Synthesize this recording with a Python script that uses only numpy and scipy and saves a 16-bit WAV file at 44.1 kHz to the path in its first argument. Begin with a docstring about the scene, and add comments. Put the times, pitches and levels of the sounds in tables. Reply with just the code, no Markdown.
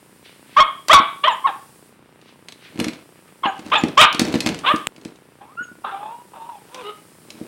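"""In a room with a wooden floor a puppy barks, yips and whines while it shoves a hard treat toy about.
Voices are harmonics under mouth and throat resonances; the nose snuffles in bands of breath noise.
The toy's shell cracks as noise bursts, a plastic drawer unit booms in ringing modes, treats rattle inside.
A small camera microphone overloads on the loud barks; it hisses and ticks faintly thirty times a second.
A treble noise band varies in level, and one dry click sounds where the echoes are cut."""
import sys
import numpy as np
from scipy import signal
from scipy.fft import rfft, irfft
from scipy.io import wavfile

SR = 44100
rng = np.random.default_rng(int(sys.argv[2]) if len(sys.argv) > 2 else 0)


def dump_mix(stems):
    """Bounce the given channels to the path in sys.argv[1] as a 16-bit WAV at rate SR."""
    frames = np.atleast_2d(stems).T  # one column per channel
    limited = np.clip(frames, -1, 1)  # hard clip at full scale
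    pcm = np.round(limited * 32767).astype(np.int16)
    wavfile.write(sys.argv[1], SR, pcm)


N = 329427
TIME = np.arange(N) / SR


def from_db(db):
    """Logarithmic level: 20 dB is a factor of ten in amplitude."""
    return 10 ** (np.asarray(db) / 20)


def rms_one(x):
    """Normalisation of mean power: scales to rms 1."""
    return x / np.sqrt(np.mean(np.abs(x) ** 2) + 1e-20)


def lowpass(x, order, hz):
    """Butterworth low-pass filtering: maximally flat below the cutoff."""
    return signal.sosfilt(signal.butter(order, hz, fs=SR, output="sos"), x)


def highpass(x, order, hz):
    """Butterworth high-pass filtering: maximally flat above the cutoff."""
    return signal.sosfilt(signal.butter(order, hz, "high", fs=SR, output="sos"), x)


def sample_index(seconds):
    """Sampling: the nearest sample to each time."""
    return np.round(np.asarray(seconds) * SR).astype(int)


def in_spans(tables, column):
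    """Envelope interpolation: the larger curve wins where two overlap, -120 stands between them."""
    out = np.full(N, -120.)
    for rows in map(np.array, tables):
        s = rows[:, 0]
        inside = (TIME >= s[0]) & (TIME <= s[-1])
        curve = np.interp(TIME[inside], s, rows[:, column])
        out[inside] = np.maximum(out[inside], curve)
    return out


def swells(events, edge_db):
    """Piecewise-linear dB envelope: each event rises from edge_db below its levels, peaks and falls back."""
    curves = []
    for s, up, down, *peak in events:
        corners = [(0, edge_db), (up, 0), (up + down, edge_db)]
        curves.append([(s + t, *np.add(peak, db)) for t, db in corners])
    return curves


def coloured(spectrum):
    """Spectral shaping: white noise weighted in frequency, rms 1."""
    hz, db = np.transpose(spectrum)
    grid = np.arange(1, N // 2 + 2) * SR / N
    weight = from_db(np.interp(np.log(grid), np.log(hz), db))
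    return rms_one(irfft(rfft(rng.standard_normal(N)) * weight, N))


def ring(drive, hz, t60):
    """Damped resonance: a unit click starts a decaying sine of height 1; t60 is the 60 dB decay in seconds."""
    r, w = from_db(-60 / (t60 * SR)), 2 * np.pi * hz / SR
    return signal.lfilter([0, np.sin(w)], [1, -2 * r * np.cos(w), r * r], drive + 1e-18)


def strike(at, db, modes, spread_db):
    """Modal excitation: every blow strikes every mode with a random strength of its own."""
    out, luck = np.zeros(N), rng.normal(0, spread_db, (len(at), len(modes)))
    for k, (hz, mode_db, t60) in enumerate(modes):
        clicks = np.zeros(N)
        clicks[at] = from_db(db + mode_db + luck[:, k])
        out += ring(clicks, hz, t60)
    return out


def bursts(at, db, spectrum, t60):
    """Exponential decay: coloured noise starts at each blow and falls 60 dB within t60."""
    clicks = np.zeros(N)
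    clicks[at] = from_db(db)
    decay = signal.lfilter([1], [1, -from_db(-60 / (t60 * SR))], clicks + 1e-18)
    return coloured(spectrum) * decay


HISS_DB = -52
# Microphone hiss. Each row: frequency in Hz, relative spectral density in dB.
HISS_SPECTRUM = [(24, -47.5), (40, -11), (150, -8), (238, -12), (427, -17), (678, -27.5), (968, -21.5),
                 (2390, -27.5), (2590, -27), (6000, -42.5), (7800, -66.5), (13200, -120)]


def hiss():
    """Stationary noise: a steady microphone hiss with a fixed spectrum."""
    return from_db(HISS_DB) * coloured(HISS_SPECTRUM)


# Treble noise band. Each row: frequency in Hz, relative spectral density in dB.
TREBLE_SPECTRUM = [(2940, -17), (5000, -9), (6320, -13.5), (8770, -4), (15100, -15.5), (16200, -8.5),
                   (16400, -35)]
# Level of the treble noise. Each row: time in seconds, level in dB.
TREBLE_LEVEL = [(0, -59), (1.45, -52), (1.85, -56), (2.0, -67.5), (2.7, -59), (3.5, -58.5), (4.6, -62),
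                (4.7, -45.5), (4.86, -55.5), (4.9, -63), (5.4, -63), (6.0, -57), (6.15, -57.5),
                (7.47, -54.5)]


def treble_noise():
    """Amplitude modulation: a treble noise band follows a typed level curve."""
    level_db = np.interp(TIME, *np.transpose(TREBLE_LEVEL))
    return from_db(level_db) * coloured(TREBLE_SPECTRUM)


TICK_START_S, TICKS_PER_S = .0287, 30.04
TICK_DB, TICK_HZ, TICK_T60_S = -34, 306, 0.0075


def ticks():
    """Periodic impulse response: a steady train of clicks excites one heavily damped resonance."""
    clicks = np.zeros(N)
    at = sample_index(np.arange(TICK_START_S, N / SR, 1 / TICKS_PER_S))
    clicks[at] = from_db(TICK_DB + rng.normal(0, 1.5, len(at)))
    # the slope of the sine begins at full height and gives a sharp onset
    tick = np.diff(ring(clicks, TICK_HZ, TICK_T60_S), prepend=0) * SR / (2 * np.pi * TICK_HZ)
    return lowpass(tick, 1, 1500)


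SNUFFLE_EDGE_DB = -19.5
# Nose on the floor. Each row: start in seconds, swell in seconds, fade in seconds, peak level in dB,
# band centre in Hz.
SNUFFLES = [(0.226, 0.03, 0.18, -48.5, 2720), (0.399, 0.16, 0.0077, -48.5, 2450),
            (2.199, 0.092, 0.064, -54, 3000), (2.569, 0.08, 0.14, -47, 2530),
            (3.12, 0.064, 0.055, -59, 2210), (3.256, 0.025, .06, -56, 2150)]


def snuffle():
    """Band-limited turbulence: the nostril band is crossfaded among fixed noise bands by its centre."""
    held = [[(s, hz), (s + up + down, hz)] for s, up, down, _, hz in SNUFFLES]
    centre = np.log(np.maximum(in_spans(held, column=1), 1))
    breath = np.zeros(N)
    for hz in np.geomspace(1200, 5500, 7):
        band = signal.butter(2, [hz / 1.15, hz * 1.15], "band", fs=SR, output="sos")
        noise = rms_one(signal.sosfilt(band, rng.standard_normal(N)))
        breath += noise * np.exp(-((centre - np.log(hz)) / 0.63) ** 2)
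    level_db = in_spans(swells(SNUFFLES, SNUFFLE_EDGE_DB), column=1)
    return from_db(level_db) * breath / np.sqrt(2)  # about two bands sound at once


MOUTH_WIDTH_HZ, MOUTH_STEEPNESS, BELOW_MOUTH_SLOPE = 337, 1.34, 0.5
THROAT_HZ, THROAT_WIDTH_HZ = 2940, 763
ROUGH_HZ, FLUTTER_HZ, FLUTTER_DB, FLUTTER_PITCH = 240, 45, 3.5, .012  # pitch flutter is a fraction
STEADY_DB, SHAKY_DB = -20, -32  # a voice weaker than the first starts to flutter, fully at the second


def call(rows):
    """Source-filter voice: harmonics under mouth and throat resonances, smeared to noise by rough folds."""
    s, *columns = np.transpose(rows)
    span = slice(round(s[0] * SR), round(s[-1] * SR))
    pitch, level_db, odd_db, mouth, throat_db, rough = (np.interp(TIME[span], s, c) for c in columns)
    shaky = np.interp(np.max(level_db), [SHAKY_DB, STEADY_DB], [1, 0])
    slow = lowpass(rng.standard_normal((2, len(pitch) + 2000)), 2, FLUTTER_HZ)
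    sway, flutter = shaky * rms_one(slow[:, 2000:])  # the filter's start is left out
    phase = 2 * np.pi * np.cumsum(pitch * (1 + FLUTTER_PITCH * sway)) / SR
    order = np.arange(1, 19)[:, None]
    hz = order * pitch

    # a nearly shut mouth passes a narrower band in a weak voice
    steepness = MOUTH_STEEPNESS + 0.92 * shaky
    shape = (1 + ((hz - mouth) / MOUTH_WIDTH_HZ) ** 2) ** -steepness
    shape = shape + from_db(throat_db) / (1 + ((hz - THROAT_HZ) / THROAT_WIDTH_HZ) ** 6)
    shape = shape * np.minimum(hz / mouth, 1) ** BELOW_MOUTH_SLOPE
    # odd harmonics fade when the voice flips up an octave
    shape = shape * np.where(order % 2, from_db(odd_db), 1)

    # upper harmonics blur first, more so in a weak voice
    blur = 1 - (1 - np.clip(rough, 0, 1)) ** ((order / 2) ** (1 + shaky))
    white = rng.standard_normal((2, len(order), len(pitch) + 500))
    wobble = lowpass(white[0] + 1j * white[1], 2, ROUGH_HZ)[:, 500:]
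    folds = np.sqrt(1 - blur) + np.sqrt(blur) * rms_one(wobble)
    harmonics = np.real(folds * np.exp(1j * (order * phase + order ** 2)))
    tone = np.sum(shape * harmonics, axis=0) / np.sqrt(np.sum(shape ** 2, axis=0) / 2)
    return span, from_db(level_db + FLUTTER_DB * flutter) * tone


def voice(calls):
    """Superposition: separate calls add on the time axis."""
    out = np.zeros(N)
    for rows in calls:
        span, sound = call(rows)
        out[span] += sound
    return out


ATTACK_S, RELEASE_S, EDGE_DB = .006, .01, -29.5  # every note fades in and out this far
GLIDE_BEND = .7  # below 1 a glide starts fast and levels off
MOUTH_PER_PITCH, MOUTH_OPEN_HZ = 2.6, 1170  # the mouth resonance follows the pitch until wide open
LEAP_HZ, LEAP_DB_PER_HZ = 583, 0.27  # above this pitch the odd harmonics grow


def bark_note(s, length, from_hz, to_hz, db, swell_db, odd_db, throat_db, rough):
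    """Vocal glide: attack, bent pitch path and release; mouth and odd harmonics follow the pitch."""
    along = np.r_[0, np.linspace(0, 1, 6), 1]
    t = s + length * along + np.r_[-ATTACK_S, np.zeros(6), RELEASE_S]
    pitch = from_hz + (to_hz - from_hz) * along ** GLIDE_BEND
    level_db = db + swell_db * along + EDGE_DB * np.r_[1, np.zeros(6), 1]
    odd_db = odd_db + LEAP_DB_PER_HZ * np.maximum(pitch - LEAP_HZ, 0)
    throat_db = throat_db + 1.35 * min(swell_db, 0) * along  # a fading note also grows duller
    mouth = np.minimum(MOUTH_PER_PITCH * pitch, MOUTH_OPEN_HZ)
    return np.transpose(np.broadcast_arrays(t, pitch, level_db, odd_db, mouth, throat_db, rough))


# Notes of the barks, two to four to a bark, joined by voice breaks. Each row: start in seconds,
# length in seconds, first pitch in Hz, last pitch in Hz, starting level in dB, swell along the note in dB,
# odd harmonics below the leap in dB, throat resonance at the start in dB, roughness from 0 to 1.
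BARK_NOTES = [ (0.569, 0.031, 530.3, 637, -6.5, 0, -6, -18, 0.08),
              (0.603, 0.025, 538.4, 551.4, -4.5, -4.5, -21.5, -7, 0.08),
              (0.898, .024, 526, 677, -7, 2.5, -3.5, -17.5, .07),
              (0.931, 0.011, 597, 581.4, 2.5, -1, -9.5, -3, 0.87),
              (0.944, 0.051, 575.6, 547.6, 0, -8, -32.5, -13.5, 0.05),
              (1.240, 0.026, 559.3, 652, -10.5, -6.5, 1, -7.5, 0.07),
              (1.273, 0.0095, 482.5, 535, -12.5, 5, -9, -14.5, 0.06),
              (1.284, 0.043, 518, 421.4, -12.5, -11.5, -38, -12, 0.03),
              (1.443, 0.019, 528, 550, -21, 13.5, -34.5, -54, 0.01),
              (1.471, .032, 479, 384.3, -17, -9, -12.5, -17, 0.12),
              (3.437, .005, 546, 531, -14.5, 0, -17, -17.5, 0.11),
              (3.446, 0.016, 521, 482.6, -21, 4.5, -12, -10.5, 0.5),
              (3.465, 0.038, 416.6, 382, -16.5, -10, -15.5, -23.5, 0.1),
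              (3.72, .026, 511, 645, -14.5, 3, -7, -11, 0.29),
              (3.755, 0.012, 416, 447, -11, -2.5, -13.5, -4, 0.13),
              (3.77, .031, 444, 393, -15, -12.5, -17.5, -14.5, 0.1),
              (3.977, 0.032, 521, 655.4, -4.5, 0.5, -4, -10, 0.08),
              (4.013, .040, 596.6, 602.4, -1.5, -6, -4, -2, 0.86),
              (4.638, .016, 556, 608, -30, 11.5, -4, -16, 0.38),
              (4.662, .033, 443, 565.5, -17.5, 7, 0, -6.5, 0.14),
              (4.701, 0.019, 570, 614.4, -12.5, 1.5, -2.5, -22.5, 0.08),
              (4.732, 0.018, 583, 569, -27, 1.5, 12, -23, 0.22)]


def barks():
    """Register breaks: short gliding notes follow each other closely to form barks."""
    return voice([bark_note(*note) for note in BARK_NOTES])


PAD_HZ = 500
# Modes of the plastic drawer unit. Each row: frequency in Hz, relative level in dB, 60 dB decay in seconds.
DRAWER_MODES = [(101, -15.5, .06), (149.5, -19, .05), (232.5, -7, 0.06), (256, -4.5, 0.08),
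                (302.7, -9.5, 0.13), (323, -4.5, 0.056), (461.6, -14, 0.12), (590, -8.5, 0.017)]


def drawer_boom(at, db):
    """Soft impact: drawer modes ring, low-passed because the toy's heavy base and the paws land softly."""
    return lowpass(strike(at, db, DRAWER_MODES, spread_db=3), 2, PAD_HZ)


def drawer_rumble():
    """Resonant noise filtering: random rolling force drives the drawer modes at a tenth of their decay."""
    rumble = np.zeros(N)
    for hz, db, t60 in DRAWER_MODES:
        rumble += from_db(db) * ring(rng.standard_normal(N), hz, t60 * 0.1)
    return rms_one(rumble)


# Duller part of the hard shell's sound. Each row: frequency in Hz, relative spectral density in dB.
SHELL_BODY = [(300, -35), (600, 0.5), (1200, -6), (2400, -4.5), (4000, -23), (16000, -55)]


def shell_body(at, db, t60):
    """High modal density: many short shell modes blur into a duller burst of noise."""
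    return bursts(at, db, SHELL_BODY, t60)


# Brighter part of the hard shell's sound. Each row: frequency in Hz, relative spectral density in dB.
SHELL_CRACK = [(1200, -32.5), (2500, 2), (4400, 0.5), (7000, -6), (11000, -15), (16000, -39.5)]


def shell_crack(at, db, t60):
    """High modal density: many short shell modes blur into a brighter burst of noise."""
    return bursts(at, db, SHELL_CRACK, t60)


BODY_DB, BODY_FOLLOWS_CRACK = -8, 0.69  # the dull part follows a mixture of crack and boom levels
BODY_T60_S, CRACK_T60_S = 0.047, 0.022
# Toy on floor and drawers. Each row: time in seconds, crack level in dB before its peak allowance,
# boom level in dB before the level of each mode.
KNOCKS = [(0.8836, -9, -35.5), (2.2146, -43.5, -56), (2.4854, -24, -46), (2.523, -28, -60),
          (2.7578, -40, -29.5), (2.782, -38, -29), (2.7913, -25, -17), (2.8, -10.5, -32),
          (2.8119, -39, -11), (2.8431, -14, -28), (2.8669, -38, -18), (2.8832, -19, -24.5),
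          (2.9331, -30, -33), (3.5926, -29.5, -31), (3.6634, -32.5, -30), (3.8366, -19, -6.5),
          (3.8844, -26, -30), (4.1278, -17, -46), (4.147, -15.5, -23.5), (4.195, -3, -13.5),
          (4.2162, -17, -11.5), (4.2514, -19, -20), (4.2848, -28.5, -22), (4.3262, -23, -42),
          (4.3409, -17, -9.5), (4.355, -20, -10), (4.4049, -8.5, -46), (4.4621, -8, -12),
          (4.4715, -13, -22), (4.4897, -15.5, -22), (4.5451, -22.5, -30), (4.5895, -22, -64),
          (4.761, -21.5, -50), (4.9624, -36, -53), (4.9803, -46, -38), (5.013, -39, -61), (5.035, -48, -58),
          (5.0503, -27, -39), (5.158, -40.5, -62), (6.7455, -24, -41), (7.3041, -24.5, -58.5)]


def knocks():
    """Impact radiation: each blow cracks in the shell and booms in the drawers."""
    s, crack_db, boom_db = np.transpose(KNOCKS)
    at = sample_index(s)
    body_db = BODY_DB + BODY_FOLLOWS_CRACK * crack_db + (1 - BODY_FOLLOWS_CRACK) * boom_db
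    crack = shell_crack(at, crack_db, CRACK_T60_S) / 1.69  # noise peaks above its rms
    return drawer_boom(at, boom_db) + shell_body(at, body_db, BODY_T60_S) + crack


# Paws thud by the drawers. Each row: time in seconds, strength in dB before a 3 dB cut and the mode levels.
STEPS = [(0.999, -18), (3.456, -19.5), (4.622, -45), (4.739, -12), (5.056, -23), (5.318, -44),
         (5.608, -32.5), (5.715, -35), (5.784, -39.5), (7.345, -42), (7.413, -20.5)]


def paw_steps():
    """Structure-borne sound: paw thuds set the drawer modes ringing."""
    s, db = np.transpose(STEPS)
    return drawer_boom(sample_index(s), db) / np.sqrt(2)


# Thin nasal whistles in or after some calls. Each row: start in seconds, length in seconds,
# first frequency in Hz, last frequency in Hz, peak level in dB.
WHISTLES = [(1.305, .045, 7500, 6700, -42), (3.46, .06, 6800, 6750, -48), (3.77, .04, 7300, 6900, -31),
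            (5.62, .04, 6800, 6500, -43), (5.838, .08, 3480, 3400, -43)]


def nasal_whistles():
    """Frequency modulation: a pure tone glides under a smooth bell-shaped envelope."""
    out = np.zeros(N)
    for s, length, from_hz, to_hz, db in WHISTLES:
        size = round(length * SR)
        cycles = np.cumsum(np.linspace(from_hz, to_hz, size)) / SR
        out[round(s * SR):][:size] += from_db(db) * np.hanning(size) * np.sin(2 * np.pi * cycles)
    return out


RATTLES_PER_S, RATTLE_T60_S = 600, 0.0044


def treat_rattle():
    """Random impact process: many tiny blows of uneven strength merge into a rattle."""
    at = rng.choice(N, round(RATTLES_PER_S * N / SR), replace=False)
    sizes_db = 4.5 * np.minimum(rng.exponential(1, len(at)), 3)
    bright = shell_crack(at, sizes_db, RATTLE_T60_S)
    return rms_one(bright + from_db(5.5) * shell_body(at, sizes_db, RATTLE_T60_S))


ROLL_EDGE_DB = -21.5
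# The toy rolls. Each row: start in seconds, swell in seconds, fade in seconds, rumble peak level in dB,
# peak level of the rattling treats in dB.
ROLLS = [(2.7, 0.14, 0.2, -32, -39.5), (3.5, 0.25, 0.3, -34.5, -38), (3.78, 0.085, 0.12, -25.5, -50),
         (4.08, 0.18, 0.56, -26, -35), (4.32, 0.18, 0.13, -23, -49), (4.88, 0.21, 0.11, -44, -55),
         (6.4, 0.41, .4, -54, -50), (7.2, 0.37, .1, -35.5, -42.5)]


def rolling():
    """Amplitude modulation: rumble and rattle swell and fade together with each roll."""
    roll = swells(ROLLS, ROLL_EDGE_DB)
    rumble = from_db(in_spans(roll, column=1)) * drawer_rumble()
    return rumble + from_db(in_spans(roll, column=2)) * treat_rattle()


CUT_S, CLICK_DB = 4.8708, -15.5
# Modes of the click at the cut. Each row: frequency in Hz, relative level in dB, 60 dB decay in seconds.
CLICK_MODES = [(1285, -11, 0.0069), (2880, 19.5, 0.0016), (7560, 11, 0.0025), (12000, -27, 0.00093)]


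def cut_click():
    """Impulse: one dry click where the echoes are cut."""
    return strike([round(CUT_S * SR)], CLICK_DB, CLICK_MODES, spread_db=1)


ROUGH_OPENS_HZ = 260  # a rough whine opens the mouth wider


def whine(rows, mouth_hz, throat_db):
    """Formant tuning: a nearly shut mouth is tuned to the pitch where that lies higher."""
    tuned = []
    for s, hz, db, odd_db, rough in rows:
        mouth = max(hz, mouth_hz + ROUGH_OPENS_HZ * rough)
        tuned.append((s, hz, db, odd_db, mouth, throat_db, rough))
    return tuned


# One table per whine. Each row: time in seconds, pitch in Hz, level in dB, odd harmonics in dB,
# roughness (its effect on the harmonics is full at 1).
WHINES = [
    [(5.395, 753, -67.5, 5, .3), (5.415, 805, -38.5, -2, 0.43), (5.46, 860, -51, 8.5, .7),
     (5.53, 1231, -49, 2, 0.17), (5.558, 1300, -82, 5, .2), (5.577, 1372, -31, -6, 0),
     (5.598, 1434, -24, 5, 0), (5.626, 1475, -30.5, 8, .07), (5.645, 1450, -49, -26, 0.2)],
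    [(5.836, 406, -56, -1, 1.1), (5.848, 397.8, -27, 5, 0.25), (5.9, 401.3, -27.5, 21, 0.8),
     (5.935, 392, -30, -3, 0), (6.0, 404.8, -36.5, 0, 0.23), (6.07, 435.6, -32, -21, 0.2),
     (6.135, 471.4, -36, -1, 0.02), (6.225, 484, -48, -27, 0.04), (6.245, 484, -64, -36, 0.1)],
    [(6.335, 482, -48, -13, 0.9), (6.352, 465.4, -40.5, -6, 0.87), (6.42, 447, -38.5, -18, 0.12),
     (6.49, 490, -38, -10, 0.15), (6.535, 433, -36, -28, 0.01), (6.585, 389, -51, -27, .1)],
    [(6.695, 426.6, -52.5, -2, 0.48), (6.75, 520, -37, 12, 0.42), (6.81, 500.3, -36, 9, 0.24),
     (6.835, 405, -41, 31, .05), (6.9, 421.3, -28.5, 26, 0.06), (6.945, 412, -59, 11, 0.42),
     (6.985, 419.2, -59, 12, 0.5)],
]
# One row per whine. Each row: lowest mouth resonance in Hz when smooth, throat resonance in dB.
WHINE_VOICES = [(843, -22.5), (886, -24.5), (900, -23), (765, -24)]


def whines():
    """Continuous phonation: pitch, level and roughness wander along each whine."""
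    return voice([whine(rows, *resonances) for rows, resonances in zip(WHINES, WHINE_VOICES)])


ROOM_DB, FIRST_ECHO_S = -8.5, 0.0037
# Reverberation of the room. Each row: band frequency in Hz, 60 dB decay in seconds.
ROOM_DECAY = [(250, 0.23), (600, 0.38), (1300, 0.37), (3000, 0.41), (7000, 0.19), (13000, .15)]


def room(x):
    """Diffuse reverberation: echoes as noise that dies away, each band at its own speed."""
    t = TIME[:SR // 2 + SR // 4]
    echoes = np.zeros(len(t))
    for hz, t60 in ROOM_DECAY:
        band = signal.butter(2, [hz / 1.91, hz * 1.69], "band", fs=SR, output="sos")
        noise = signal.sosfilt(band, rng.standard_normal(len(t)))
        echoes += noise * from_db(-60 * t / t60) / np.sqrt(t60 * SR / 14)  # long decays gain no energy
    return from_db(ROOM_DB) * signal.fftconvolve(x, [echoes * (t > FIRST_ECHO_S)], axes=1)[:, :N]


def scene():
    """Superposition: puppy and toy echo in the room, hiss, treble noise, ticks and click stay dry."""
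    near = snuffle() + barks() + knocks() + paw_steps() + nasal_whistles() + rolling() + whines()
    later = TIME >= CUT_S
    # the echoes of all earlier sound break off at the cut
    echoes = room(np.stack([near * ~later, near * later]))
    unechoed = hiss() + treble_noise() + ticks() + cut_click()
    return (near + echoes[0] * ~later + echoes[1] + unechoed)[None]


MIC_CUT_HZ, BASS_CUT_HZ, CUTOFF_HZ = 140, 10, 16650
TOP_UP, TOP_DOWN, HARDNESS = .71, .675, 5  # amplitude ceilings upward and downward, sharpness of the bend


def record(dry):
    """Nonlinear saturation: thin microphone bass, hard lopsided overload, then bass and treble cuts."""
    thin = highpass(dry, 2, MIC_CUT_HZ)
    top = np.where(thin > 0, TOP_UP, TOP_DOWN)
    clipped = thin / (1 + (np.abs(thin) / top) ** HARDNESS) ** (1 / HARDNESS)
    clipped = highpass(clipped, 1, BASS_CUT_HZ)
    return signal.sosfilt(signal.cheby2(18, 60, CUTOFF_HZ, fs=SR, output="sos"), clipped)


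dry = scene()
out = record(dry)
dump_mix(out)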